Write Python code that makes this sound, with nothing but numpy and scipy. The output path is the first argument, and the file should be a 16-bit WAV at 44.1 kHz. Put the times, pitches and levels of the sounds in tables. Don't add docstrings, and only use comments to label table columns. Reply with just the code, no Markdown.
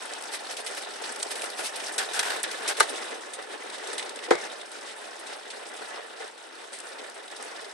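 import sys
import numpy as np
from scipy import signal
from scipy.fft import rfft, irfft, next_fast_len
from scipy.io import wavfile
from scipy.ndimage import uniform_filter1d

SR = 44100
rng = np.random.default_rng(int(sys.argv[2]) if len(sys.argv) > 2 else 0)


def put_to_file(sound):
    columns = np.atleast_2d(sound).T
    safe = np.clip(columns, -1, 1)
    whole_steps = np.round(safe * 32767)
    wavfile.write(sys.argv[1], SR, whole_steps.astype(np.int16))


N = 340893
T = np.arange(N) / SR
TAIL = T[:SR // 4]

# (time [s], level [dB])
RAIN_STRENGTH = [(0.0, -42.5), (0.9, -41.5), (1.4, -40), (1.53, -43), (1.72, -44.5), (1.8, -39), (2.3, -39),
                 (2.55, -39), (2.95, -38.5), (3.3, -43.5), (3.66, -45.5), (3.9, -40), (4.15, -43.5),
                 (4.45, -41.5), (4.62, -45.5), (5.1, -44), (5.85, -44), (6.12, -47), (6.28, -46),
                 (6.35, -50), (6.62, -46.5), (6.95, -44.5), (7.73, -45.5)]
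# (time [s], share [0-1])
BARE_SHARE = [(0, 1), (2.0, 0.94), (2.5, 0.25), (2.85, 0.54), (4.25, 0.4), (4.35, 0.6)]
# (time [s], closeness [0-1])
HOLLOW_NEARNESS = [(0, 0), (1.9, 0.14), (2.3, 0.26), (4.28, 1), (4.38, 0.2)]
# (frequency [Hz], relative level [dB per Hz])
ROOF_COLOUR = [(60, -71), (105, -42), (156, -29.5), (200, -14), (250, -5.5), (330, -1.5), (400, 0.7),
               (500, 0), (620, -1), (790, 0.5), (1050, -1), (1400, -1), (1950, -2), (2190, -6.5),
               (2700, -5.5), (3400, -9.5), (5700, -77)]
BARE_GLASS_COLOUR = [(1180, -57), (2000, -2), (3340, -1.5), (3620, -1), (4440, -1.5), (5230, -1.5),
                     (7400, -7), (7980, -0.5), (8450, -0.5), (10700, -4.5), (12200, -17.5), (14000, -37)]
SHADED_GLASS_COLOUR = [(1200, -37), (2000, 3), (2400, -5.5), (3000, -2.5), (3700, 0.5), (4500, -4),
                       (5200, -6.5), (7200, -11), (8500, -3.5), (10500, -15.5), (11500, -27), (12700, -73)]
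# (lowest [Hz], highest [Hz])
ROOF_SPOT_RANGE = (333.6, 2140)
GLASS_SPOT_RANGE = (2145, 9160)
# (frequency [Hz], width [Hz], gain [factor])
PANE_RESONANCES = [(680, 83, 0.49), (750, 90, 0.48), (1376, 77, 0.79)]
# (frequency [Hz], width [Hz], gain [factor])
GLASS_RESONANCES = [(3600, 280, 0.48), (5030, 44, 0.088), (8400, 90, 0.35)]
# (time [s], relative level [dB], splash t60 [s], brightness [dB per octave])
FATTEST_DROPS = [(0.034, -36, 0.055, 0), (0.2234, -25.5, 0.018, 2), (0.237, -26, 0.025, -1),
                 (0.509, -29.5, 0.15, -0.5), (0.5675, -28, 0.14, -2.5), (0.663, -20.5, 0.02, -2),
                 (0.667, -27.5, 0.13, -3), (0.747, -30, 0.038, 2), (0.824, -29, 0.025, -2),
                 (1.038, -26, 0.025, -4), (1.160, -27, 0.035, 1), (1.355, -28.5, 0.11, 0),
                 (1.394, -32, 0.037, -1), (1.419, -23.5, 0.041, -2.5), (1.440, -23.5, 0.036, 0),
                 (1.501, -28, .04, 1), (1.668, -22, 0.027, 0), (1.758, -28, 0.1, 2.5),
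                 (1.881, -30, 0.081, 0), (2.512, -27, 0.11, -1), (2.893, -28.5, 0.12, 15),
                 (3.334, -29.5, 0.12, 6), (3.425, -36, 0.03, 5), (3.622, -33, 0.03, -6),
                 (3.699, -29.5, 0.04, 1), (3.782, -35, 0.025, 9), (3.806, -41, 0.024, 1),
                 (3.871, -29.5, 0.083, 6), (3.93, -26.5, 0.068, 6), (3.980, -23, 0.094, 2.5),
                 (3.994, -23, 0.05, -1), (4.026, -25.5, 0.035, -3), (4.093, -26, 0.028, 6),
                 (4.159, -28, 0.025, 10), (4.189, -29, 0.034, -4), (4.353, -24, 0.023, 2),
                 (4.439, -29, 0.025, 3), (4.613, -31.5, 0.045, 0), (4.716, -33, 0.052, 7),
                 (5.267, -33.5, 0.1, 4), (5.5019, -31.5, 0.15, 0), (6.277, -36, .04, 0),
                 (6.377, -38.5, 0.055, 2), (6.729, -33.5, 0.29, 3), (6.993, -33, 0.043, -4),
                 (7.279, -34.5, 0.04, 1), (7.363, -34.5, 0.051, 7), (7.611, -38.5, 0.095, 8)]
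# (middle [s], length [s], thud on the roof [dB], spray on the glass [dB])
WATER_CLUMPS = [(0.345, 0.035, -43, -35.5), (0.78, 0.026, -50, -38), (1.317, 0.017, -37, -32.5),
                (1.45, 0.013, -39.5, -59), (1.598, 0.035, -36, -36.5), (1.659, 0.042, -41, -34),
                (3.12, 0.036, -39, -47), (3.398, 0.022, -38.5, -50), (3.531, 0.047, -41, -45),
                (3.747, 0.029, -42.5, -40), (4.246, 0.025, -48, -39.5), (4.888, 0.044, -49, -43.5),
                (5.32, 0.064, -44.5, -47), (5.967, 0.12, -43, -53), (6.21, 0.018, -46, -45),
                (6.233, 0.032, -42.5, -50), (7.017, 0.079, -48, -74)]

# (start [s], length [s], relative level [dB])
SHADE_PUSHES = [(1.979, 0.076, -30.5), (2.104, 0.31, -30), (2.486, 0.2, -40.5), (2.68, 0.056, -29.5)]
# (start [s], length [s], level [dB])
SHADE_JUDDERS = [(1.98, 0.019, -25), (2.134, 0.038, -34.5), (2.677, 0.029, -27), (2.769, 0.071, -36.5)]
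# (frequency [Hz], relative level [dB per Hz])
RAIL_COLOUR = [(180, -66), (300, -16.5), (388, -7), (609, -7), (762, 1.5), (1220, -6.5), (1520, 3),
               (2350, -7), (3690, -6), (6900, -15), (8370, -9), (12100, -21.5), (14000, -91)]
PLASTIC_COLOUR = [(30, -27), (100, -25.5), (170, -25), (650, -8), (1150, -8), (1700, 2), (2900, -4.5),
                  (3900, 2.5), (4900, -3), (5800, 1), (6800, -5), (8400, 2), (11200, -6), (13500, -43)]
# (time [s], level [dB], decay t60 [s], brightness [dB per octave])
GUIDE_CONTACTS = [(2.192, -18, 0.057, -2), (2.2, -30, 0.025, -4), (2.4312, -23, 0.031, 9),
                  (2.437, -25.5, 0.092, -6), (2.7996, -18, 0.015, -2), (2.8009, -15.5, 0.012, -1.5),
                  (2.8043, -14.5, 0.023, 1), (2.826, -29, 0.075, -2), (4.307, -21, 0.029, -5),
                  (4.315, -31, 0.02, -8)]
# (time [s], level [dB])
CLACK_BLOWS = [(2.654, -31), (2.8046, -10)]
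# (time [s], level [dB])
KNOCK_BLOWS = [(4.285, -32.5), (4.3096, -8.5), (4.3279, -25)]
# (frequency [Hz], relative level [dB], decay t60 [s])
CLACK_PARTIALS = [(510, -11, 0.05), (900, -3.5, 0.048), (1230, 2.5, 0.036), (1473, 4, 0.022),
                  (1584, -14, 0.072), (1986, -20, 0.09), (2100, -15, 0.049), (2900, -13, 0.052),
                  (4120, -7, 0.03)]
KNOCK_PARTIALS = [(353, -3.5, 0.11), (450, -3, 0.065), (493, -4, 0.08), (768, -2.5, 0.042),
                  (1030, -7.4, 0.041), (1329, -11, 0.055), (1447, -9, 0.022), (1813, -18, 0.12),
                  (1900, -26, 0.12), (2174, -22.5, 0.18)]
# (frequency [Hz], relative level [dB per Hz])
CLACK_CABIN_COLOUR = [(88, -64), (150, -31), (391, -3.5), (971, -4), (1130, -13), (2060, -2), (2530, -26),
                      (3110, -13), (9000, -19), (11700, -49), (19800, -120)]
KNOCK_CABIN_COLOUR = [(40, -32), (90, -38), (135, -18.5), (200, -22.5), (260, -33), (335, -5), (450, -2),
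                      (560, -15), (900, -11), (2150, -17), (2480, -30), (3400, -21.5), (4400, -24),
                      (9000, -34), (11700, -72)]
# (frequency [Hz], relative level [dB per Hz])
ROOF_RING_COLOUR = [(150, -43), (330, -14), (600, 1), (1400, -9), (2150, 3), (2500, -14), (4000, -15),
                    (9000, -60)]
# (time [s], level [dB], decay t60 [s], brightness [dB per octave])
FINGER_TICKS = [(.1355, -29, 0.019, -3), (1.122, -34, 0.038, 11), (1.2255, -30, 0.02, 6),
                (1.2285, -22, 0.03, -1), (6.7876, -36, 0.023, 5), (6.8015, -36, 0.032, 3),
                (7.0985, -35, 0.012, 3), (7.4252, -34, 0.029, 6)]
# (frequency [Hz], relative level [dB per Hz])
CASE_COLOUR = [(30, -20), (100, -22), (200, -20), (1500, -11), (3300, -4), (4700, 4), (7000, -1), (8400, 9),
               (9600, 1), (11200, -12), (13500, -38)]
# (frequency [Hz], likeness [0-1])
MICROPHONE_LIKENESS = [(100, .97), (1000, .94), (2500, .76), (6000, .66), (13000, .52)]

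ROOF_DB, BARE_GLASS_DB, SHADED_GLASS_DB = -0.85, -2.8, -7
GLASS_FOLLOWS, USUAL_RAIN_DB = 1.19, -43
WAVER_PER_S, WAVER_DB, PANEL_WAVER_DB = 16, 1.0, 0.34
STRAY_COUNT, STRAY_DB, STRAY_SPREAD_DB, STRAY_T60_S = 40, -1.5, 2.5, 0.06
TREBLE_HZ = 2000
CONTACT_S = 0.0004
WIDENING_LAG = 72
CUTOFF_HZ = 13700


def rain(boom_hz=410, boom_width_hz=260, boom_gain=0.73):
    rain_db = in_time(RAIN_STRENGTH)[0] + WAVER_DB * drift(WAVER_PER_S)
    roof_db = rain_db + ROOF_DB + PANEL_WAVER_DB * drift(WAVER_PER_S)
    glass_swing_db = GLASS_FOLLOWS * (rain_db - USUAL_RAIN_DB)
    glass_db = USUAL_RAIN_DB + glass_swing_db + PANEL_WAVER_DB * drift(WAVER_PER_S)
    thuds = sum(from_db(db) * swell(T - s, length) for s, length, db, _ in WATER_CLUMPS)
    bare = np.clip(in_time(BARE_SHARE)[0], 0, 1)

    roof = patter(ROOF_COLOUR, ROOF_SPOT_RANGE, per_s=1100, spread_db=2.5, clump_db=1.5,
                  crack_t60=0.011, ring_t60=0.094, ring_db=5, tone_gain=2.53, tone_q=11.7)
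    nearness = in_time(HOLLOW_NEARNESS)[0]
    boom = boom_gain * nearness * resonance(roof, boom_hz, boom_width_hz)
    pane = bare * sum(gain * resonance(roof, hz, width_hz) for hz, width_hz, gain in PANE_RESONANCES)

    bare_ticks = patter(BARE_GLASS_COLOUR, GLASS_SPOT_RANGE, per_s=1100, spread_db=4.5, clump_db=1.5,
                        crack_t60=0.0011, ring_t60=0.095, ring_db=-6.0, tone_gain=4.6, tone_q=3.9)
    shaded_ticks = patter(SHADED_GLASS_COLOUR, GLASS_SPOT_RANGE, per_s=1500, spread_db=6.5, clump_db=3.5,
                          crack_t60=0.012, ring_t60=0.066, ring_db=12, tone_gain=1.64, tone_q=9.8)
    glass = np.sqrt(bare) * from_db(BARE_GLASS_DB) * bare_ticks
    glass = glass + np.sqrt(1 - bare) * from_db(SHADED_GLASS_DB) * shaded_ticks
    glass = glass + sum(gain * resonance(glass, hz, width_hz) for hz, width_hz, gain in GLASS_RESONANCES)

    roof_level = np.hypot(from_db(roof_db), thuds)
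    return roof_level * (roof + boom + pane) + from_db(glass_db) * glass


def patter(spectrum, spots_hz, per_s, spread_db, clump_db, crack_t60, ring_t60, ring_db, tone_gain, tone_q,
           count=20):
    landed = rng.random(N) < per_s * from_db(clump_db * drift(45)) / SR
    size_db = spread_db * np.minimum(rng.exponential(1, N), 4)
    sizes = landed * from_db(size_db) * rng.choice([-1, 1], N)
    spot = rng.integers(0, count, N)
    envelope = (fade(crack_t60) + from_db(ring_db) * fade(ring_t60))[:SR // 12]
    sound = 0
    for k, hz in enumerate(np.geomspace(*spots_hz, count)):
        drop = coloured(envelope, spectrum)
        drop = drop + tone_gain * resonance(drop, hz, hz / tone_q)
        hits = (sizes * (spot == k))[None]
        sound = sound + signal.oaconvolve(hits, drop, axes=1)[:, :N]
    power = uniform_filter1d(np.mean(sound, axis=0) ** 2, size=4500)
    return sound / np.sqrt(power + 1e-12)


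def fat_drops(splash_db=-6.5, burst_t60=0.0014, tone_gain=0.48, tone_q=9):
    out = np.zeros((2, N))
    for s, db, t60, tilt in stray_drops() + list(FATTEST_DROPS):
        envelope = (1 - fade(burst_t60)) * fade(t60)
        splash = coloured(envelope, tilted(glass_colour(s), tilt))
        hz = np.exp(rng.uniform(*np.log(GLASS_SPOT_RANGE)))
        tone = tone_gain * resonance(splash, hz, hz / tone_q)
        add(out, s, from_db(db + splash_db) * (splash + tone))
    return out


def stray_drops(tilt_spread_db=-3.0):
    s = rng.uniform(0, T[-1], STRAY_COUNT)
    strength_db = np.interp(s, *np.transpose(RAIN_STRENGTH))
    db = strength_db + STRAY_DB + STRAY_SPREAD_DB * rng.standard_normal(STRAY_COUNT)
    tilts = tilt_spread_db * rng.standard_normal(STRAY_COUNT)
    return [(at, level, STRAY_T60_S, tilt) for at, level, tilt in zip(s, db, tilts)]


def flurries():
    out = np.zeros((2, N))
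    for s, length, _, db in WATER_CLUMPS:
        spray = coloured(swell(TAIL - 2 * length, length), glass_colour(s))
        add(out, s - 2 * length, from_db(db) * spray)
    return out


def glass_colour(s):
    return BARE_GLASS_COLOUR if s < CLACK_BLOWS[-1][0] else SHADED_GLASS_COLOUR


def shade_slide(rub_db=-1.5, rough_db=2.5):
    speed = sum(from_db(db) * np.sin(np.pi * np.clip((T - start) / length, 0, 1))
                for start, length, db in SHADE_PUSHES)
    return coloured(speed * from_db(rub_db + rough_db * drift(250)), RAIL_COLOUR)


def shade_judder(slips_per_s=330, slip_spread=0.35, slip_t60=0.026):
    out = np.zeros((2, N))
    for start, length, judder_db in SHADE_JUDDERS:
        gaps = np.exp(slip_spread * rng.standard_normal(size=40)) / slips_per_s
        slip_at = ((np.cumsum(gaps) - gaps[0]) * SR).astype(int)
        slips = np.zeros(len(TAIL))
        slips[np.minimum(slip_at, len(TAIL) - 1)] = 1
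        run = np.sqrt(np.abs(signal.oaconvolve(slips, fade(slip_t60) ** 2)[:len(TAIL)]))
        run = run / np.sqrt(np.mean(run[TAIL < length] ** 2))
        burst = run * np.exp(-(TAIL / length) ** 4)
        add(out, start, from_db(judder_db) * coloured(burst, PLASTIC_COLOUR))
    return out


def panel_blow(blows, modes, tail_colour, low_hz, cabin_db, cabin_t60, build_t60):
    ring = sum(from_db(db) * fade(t60) * np.sin(2 * np.pi * hz * TAIL) for hz, db, t60 in modes)
    ring = ring * (1 - np.exp(-TAIL / CONTACT_S))
    ring = signal.sosfilt(signal.butter(4, low_hz, "high", fs=SR, output="sos"), ring)
    out = np.zeros((2, N))
    for s, db in blows:
        cabin = from_db(cabin_db) * coloured(fade(cabin_t60) * (1 - fade(build_t60)), tail_colour)
        add(out, s, from_db(db) * (ring + cabin))
    return out


def roof_ring(ring_db=-24.5, ring_t60=0.5, build_t60=0.03):
    out = np.zeros((2, N))
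    for s, db in KNOCK_BLOWS:
        ring = coloured(fade(ring_t60) * (1 - fade(build_t60)), ROOF_RING_COLOUR)
        add(out, s, from_db(db + ring_db) * ring)
    return out


def clicks(contacts, spectrum):
    out = np.zeros((2, N))
    for s, db, t60, tilt in contacts:
        add(out, s, from_db(db) * coloured(fade(t60), tilted(spectrum, tilt)))
    return out


def coloured(envelope, spectrum):
    size = next_fast_len(len(envelope) // 2 + 1024) * 2
    hz = np.arange(size // 2 + 1) * SR / size
    gain = rms_one(from_db(at_hz(spectrum, hz)) + 1e-5)
    cepstrum = irfft(np.log(gain))
    cepstrum[1:size // 2] *= 2
    cepstrum[size // 2 + 1:] = 0
    noise = rng.standard_normal((2, len(envelope))) * envelope
    mid, side = rfft(noise, size) * np.exp(rfft(cepstrum))
    alike = np.clip(at_hz(MICROPHONE_LIKENESS, hz), 0, 1)
    side = np.sqrt((1 - alike) / (1 + alike)) * side
    return irfft(mid + side * [[1], [-1]])[:, :len(envelope)]


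def resonance(x, hz, width_hz):
    return signal.lfilter(*signal.iirpeak(hz, hz / width_hz, fs=SR), x)


def tilted(spectrum, tilt_db):
    return [(hz, db + tilt_db * np.log2(max(hz / TREBLE_HZ, 1))) for hz, db in spectrum]


def fade(t60):
    return np.exp(-np.log(1000) * TAIL / max(t60, 1e-3))


def swell(t, length):
    return np.exp(-2 * (t / length) ** 2)


def drift(rate):
    knots = rng.standard_normal(N // 40)
    return rms_one(np.interp(T * rate, np.arange(len(knots)), knots))


def from_db(db):
    return 10 ** (np.asarray(db) / 20)


def rms_one(x):
    return x / np.sqrt(np.mean(x ** 2) + 1e-20)


def in_time(rows):
    s, *columns = np.transpose(rows)
    return [np.interp(T, s, c) for c in columns]


def at_hz(points, hz):
    f, value = np.transpose(points)
    return np.interp(np.log(hz + 1), np.log(f), value)


def add(track, s, sound):
    at = int(s * SR)
    track[:, at:at + sound.shape[1]] += sound[:, :N - at]


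def scene():
    clack = panel_blow(CLACK_BLOWS, CLACK_PARTIALS, CLACK_CABIN_COLOUR,
                       low_hz=428, cabin_db=-9.5, cabin_t60=0.11, build_t60=0.0072)
    knock = panel_blow(KNOCK_BLOWS, KNOCK_PARTIALS, KNOCK_CABIN_COLOUR,
                       low_hz=319, cabin_db=-12.5, cabin_t60=0.16, build_t60=0.0079)
    sliding = shade_slide() + shade_judder()
    guides = clicks(GUIDE_CONTACTS, PLASTIC_COLOUR)
    shade = sliding + guides + clack + knock + roof_ring()
    water = rain() + fat_drops() + flurries()
    fingers = clicks(FINGER_TICKS, CASE_COLOUR)
    return water + shade + fingers


def record(dry, width=0.56, bass_width=0.34, bass_hz=2000):
    delayed = np.pad(dry.mean(axis=0), (WIDENING_LAG, 0))[:N]
    bass = signal.filtfilt(*signal.butter(1, bass_hz, fs=SR), delayed)
    wide = dry + (width * delayed + bass_width * bass) * [[-1], [1]]
    return signal.sosfilt(signal.ellip(10, .2, 80, CUTOFF_HZ, fs=SR, output="sos"), wide)


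dry = scene()
out = record(dry)
put_to_file(out)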